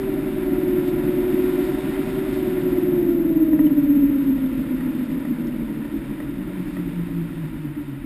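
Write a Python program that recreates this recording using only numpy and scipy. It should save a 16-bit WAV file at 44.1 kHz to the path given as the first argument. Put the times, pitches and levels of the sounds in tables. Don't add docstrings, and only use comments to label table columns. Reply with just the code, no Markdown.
import sys
import numpy as np
from scipy import signal
from scipy.fft import rfft, irfft
from scipy.io import wavfile
from scipy.ndimage import uniform_filter1d

SR = 44100
rng = np.random.default_rng(int(sys.argv[2]) if len(sys.argv) > 2 else 0)


def attenuation_scalar(level_db):
    decades = np.asarray(level_db, float) / 20
    return 10 ** decades


def to_wav(s):
    ch = np.atleast_2d(s).T
    pcm = np.round(np.clip(ch, -1, 1) * 32767)
    wavfile.write(sys.argv[1], SR, pcm.astype(np.int16))


N = 355005
TIME_S = np.arange(N) / SR
HZ = np.fft.rfftfreq(N, 1 / SR)

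# start_s [s], speed [turns/s]
SHAFT_SPEED = [(0.0, 10.421), (0.83, 9.798), (1.6, 9.96), (1.84, 10.17), (2.19, 10.321), (2.5, 10.004),
               (2.9, 9.772), (3.41, 8.69), (3.8, 8.021), (4.2, 7.336), (4.52, 7.009), (5.14, 6.81),
               (5.4, 6.6), (5.65, 6.258), (6.08, 5.778), (6.5, 5.124), (7.36, 4.468), (8.05, 3.597)]
COG_ORDERS = [37, 29, 31, 33, 35, 38, 39, 41]
COG_LEVELS = [0, -19, -17, -12, -8, -18, -10, -16]
POLE_ORDERS = [60, 59, 61, 62, 63]
POLE_LEVELS = [-6, -3, -6, -12, -13]
MINOR_ORDERS = [3, 4, 24, 25, 34, 49, 50, 51, 71, 75, 76, 80, 83, 95]
MINOR_LEVELS = [-15, -22, -8, -10, -10, -14, -19, -21, -17, -9, -18, -10, -16, -10]
# pitch_hz [Hz], level_db [dB]
MOUNT = [(135, -42), (174, -30), (203, -45.5), (228, -32.5), (253, -28), (288, -17.5), (364, -22.5),
         (390, -31.5)]
# pitch_hz [Hz], level_db [dB]
MOUNT_HIGH = [(220, -47.5), (280, -40.5), (340, -41.5), (400, -56.5), (480, -55), (540, -51), (605, -43.5),
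              (770, -53.5)]
# pitch_hz [Hz], width_hz [Hz], lift_db [dB]
SIDE_PANEL = (280, 40, 4.5)
# pitch_hz [Hz], width_hz [Hz], level_db [dB]
AIRFRAME_MODES = [(142.5, 55, -11.5), (171, 21, -8), (223, 54, -8.5), (283.6, 70, -1), (325, 21.7, -4.5),
                  (359, 42, -13), (462, 96, -25.5), (575.7, 116, -23.5), (840, 330, -36.5),
                  (977, 48, -32.5)]
# pitch_hz [Hz], width_hz [Hz], level_db [dB]
WING_MODES = [(30.8, 16, -4.5), (48.5, 20, -2.5), (92, 220, -19.5)]
# start_s [s], level_db [dB]
AIRFLOW = [(0, -44), (.7, -44), (1.64, -41), (2.7, -43), (3.27, -47.5), (4.3, -46.5), (4.95, -46),
           (5.8, -48), (6.05, -47), (6.35, -48.5), (6.65, -46.5), (7.5, -48.5), (8.05, -50.5)]
# speed [turns/s], level_db [dB]
WAKE = [(3.6, -38.5), (4.9, -30.5), (6, -29), (7.6, -25.5), (9.9, -23.5), (10.4, -27)]
# pitch_hz [Hz], level_db [dB per Hz]
HISS_COLOUR = [(410, -17), (700, -9.5), (794, -12), (959, -5.5), (1160, -11.5), (1370, -7), (1540, -10.5),
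               (1880, -10.5), (3190, -8.5), (3620, -12.5), (4140, -14), (5190, -15), (5990, -24.5),
               (7790, -76), (13200, -120)]
# pitch_hz [Hz], width_hz [Hz], lift_db [dB]
AIR_POCKETS = [(1395, 52, 2), (1900, 400, 3.5), (3634, 360, 9)]
# centre_s [s], lift_db [dB]
GUSTS = [
    (.88, 3.8),
    (1.65, 2),
    (2.35, 2.9),
]
# [panel knock, dB]
CREAKS = [(3.53, -38, 1880, -34), (3.59, -35.5, 1900, -32), (3.667, -35.5, 3000, -37),
          (4.378, -41, 1900, -47), (4.46, -40, 3550, -47), (4.806, -36, 1900, -54),
          (5.25, -40.5, 1900, -47), (5.47, -43, 5400, -72), (5.848, -40, 1810, -43),
          (6.201, -36, 1900, -40), (6.49, -53, 1900, -49), (6.766, -34, 1900, -42), (7.087, -47, 1670, -43),
          (7.75, -41, 1900, -56)]


def in_time(rows):
    return np.interp(TIME_S, *np.transpose(rows))


def at_hz(points, hz):
    corners_hz, levels_db = np.transpose(points)
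    return np.interp(np.log(hz), np.log(corners_hz), levels_db)


def drift(rate_hz):
    step = 40
    pole = np.exp(-2 * np.pi * rate_hz * step / SR)
    white = rng.standard_normal(N // step + 2002)
    slow = signal.lfilter([1], [1, -2 * pole, pole * pole], white)[2000:]
    return np.interp(np.arange(N) / step, np.arange(len(slow)), slow / slow.std())


def response(modes, hz):
    return np.sqrt(sum(attenuation_scalar(2 * level_db) / (1 + (2 * (hz - pitch_hz) / width_hz) ** 2) ** 3
                       for pitch_hz, width_hz, level_db in modes))


def noise(gain):
    x = irfft(rfft(rng.standard_normal(N)) * gain, N)
    return x / x.std()


def shaft_turns():
    return np.cumsum(in_time(SHAFT_SPEED)) / SR


def orders(multiples, levels_db, start_turns, flicker_db):
    speed = in_time(SHAFT_SPEED)
    angle = 2 * np.pi * (shaft_turns() + start_turns)
    gain = response([*AIRFRAME_MODES, *WING_MODES], HZ)
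    sines, answers = [], []
    for multiple, level_db in zip(multiples, levels_db):
        level = np.sqrt(2) * attenuation_scalar(level_db + flicker_db * drift(5.3))
        sines.append(level * np.cos(multiple * angle))
        answers.append(np.interp(multiple * speed, HZ, gain))
    return np.array(sines), np.array(answers)


def cogging():
    speed = in_time(SHAFT_SPEED)
    lead = COG_ORDERS[0]
    sines, answer = orders(COG_ORDERS, COG_LEVELS, -.455, flicker_db=1.8)
    sides = np.where(np.array(COG_ORDERS) > lead, -1, 1)[:, None]
    pitch_hz, width_hz, lift_db = SIDE_PANEL
    offset = 2 * (np.outer(COG_ORDERS[1:], speed) - pitch_hz) / width_hz
    sines[1:] *= attenuation_scalar(lift_db / (1 + offset ** 2))
    chord = np.sum(sides * sines * np.minimum(answer / answer[0], 1), axis=0)
    return attenuation_scalar(at_hz(MOUNT, lead * speed)) * chord


def cogging_partner():
    speed = in_time(SHAFT_SPEED)
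    order, even_turns_per_s, null_hz = 36, 4.8, 203
    level_db = at_hz(MOUNT, order * speed) - 3.8 * np.maximum(speed - even_turns_per_s, 0)
    turned = np.tanh((null_hz - order * speed) / 4)
    return turned * attenuation_scalar(level_db) * orders([order], [0], -.4574, flicker_db=1.6)[0][0]


def motor():
    speed = in_time(SHAFT_SPEED)
    upper_order = 73
    upper_db = at_hz(MOUNT_HIGH, upper_order * speed) + 2
    upper = attenuation_scalar(upper_db) * orders([upper_order], [0], -.455, flicker_db=1.5)[0][0]
    pole_start_turns = .16
    pole_db = at_hz(MOUNT_HIGH, POLE_ORDERS[0] * speed)
    pole_sines, _ = orders(POLE_ORDERS, POLE_LEVELS, pole_start_turns, flicker_db=.7)
    poles = attenuation_scalar(pole_db) * np.sum(pole_sines, axis=0)
    minor_sines, answer = orders(MINOR_ORDERS, MINOR_LEVELS, pole_start_turns, flicker_db=1.5)
    minor = attenuation_scalar(-26) * np.sum(minor_sines * answer, axis=0)
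    return cogging() + cogging_partner() + upper + poles + minor


def airflow_swing():
    flow_db = in_time(AIRFLOW)
    return flow_db - flow_db.mean()


def wing_flex():
    level_db = -41 + 0.45 * airflow_swing() + 0.5 * drift(4.8)
    return attenuation_scalar(level_db) * noise(response(WING_MODES, HZ))


def wake_buffet():
    blades, start_turns, depth = 2, .05, .22
    level_db = np.interp(in_time(SHAFT_SPEED), *np.transpose(WAKE))
    pulse = 1 + depth * np.cos(2 * np.pi * blades * (shaft_turns() + start_turns))
    return pulse * attenuation_scalar(level_db + 0.77 * drift(6.5)) * noise(response(AIRFRAME_MODES, HZ))


def air_hiss():
    corners_hz, levels_db = np.transpose(HISS_COLOUR)
    colour_db = np.interp(np.log(HZ + 1), np.log(corners_hz), levels_db, left=-90)
    for pitch_hz, width_hz, lift_db in AIR_POCKETS:
        colour_db += lift_db / (1 + (2 * (HZ - pitch_hz) / width_hz) ** 2)
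    high = 1 / (1 + (2800 / (HZ + 1)) ** 8)
    top_db = -12.5 + 0.19 * airflow_swing()
    gust_half_s = .035
    for centre_s, lift_db in GUSTS:
        top_db = top_db + lift_db * np.exp(-((TIME_S - centre_s) / gust_half_s) ** 2)
    shared_db = 0.18 * drift(2.6)
    low_hiss = attenuation_scalar(shared_db + 0.54 * drift(33)) * noise(attenuation_scalar(colour_db) * (1 - high))
    top_hiss = attenuation_scalar(top_db + shared_db + 0.65 * drift(18)) * noise(attenuation_scalar(colour_db) * high)
    return attenuation_scalar(in_time(AIRFLOW) + 1.5) * (low_hiss + top_hiss)


def creaks():
    out = np.zeros(N)
    t = np.arange(2000) / SR
    swell = (1 - np.exp(-t / 0.0013)) ** 2
    for start_s, level_db, pitch_hz, knock_db in CREAKS:
        rough = uniform_filter1d(rng.standard_normal(len(t)), size=20)
        tones = np.sin(2 * np.pi * pitch_hz * t) + 0.56 * np.sin(2 * np.pi * 0.66 * pitch_hz * t)
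        ring = attenuation_scalar(level_db + 9.0) * np.exp(-t * pitch_hz / 7.5) * (1 + 1.4 * rough) * tones
        panel = np.sin(2 * np.pi * 600 * t) + 0.24 * np.sin(2 * np.pi * 980 * t)
        knock = attenuation_scalar(knock_db + 13.5) * np.exp(-t / 0.0047) * panel
        grit = uniform_filter1d(rng.standard_normal(len(t)), size=10)
        crack = attenuation_scalar(level_db + 1.0) * np.exp(-t / 0.0022) * grit
        first = round(start_s * SR)
        out[first:first + len(t)] += swell * (ring + knock + crack)
    return out


def scene():
    air = wing_flex() + wake_buffet() + air_hiss()
    return (motor() + air + creaks())[None]


def top_cut(x):
    return signal.sosfilt(signal.butter(12, 15890, fs=SR, output="sos"), x)


def record(dry):
    sampled_hz, held_hz, top_hz = 12000, 48000, 15290
    slow = signal.resample_poly(dry, sampled_hz, SR, axis=1, padtype="reflect")
    held = np.repeat(slow, held_hz // sampled_hz, axis=1)
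    smooth = signal.resample_poly(held, SR, held_hz, axis=1, padtype="reflect")[:, :N]
    low_pass = signal.ellip(12, .1, 70, top_hz, fs=SR, output="sos")
    mix = signal.sosfiltfilt(low_pass, smooth)
    return top_cut(mix)


dry = scene()
out = record(dry)
to_wav(out)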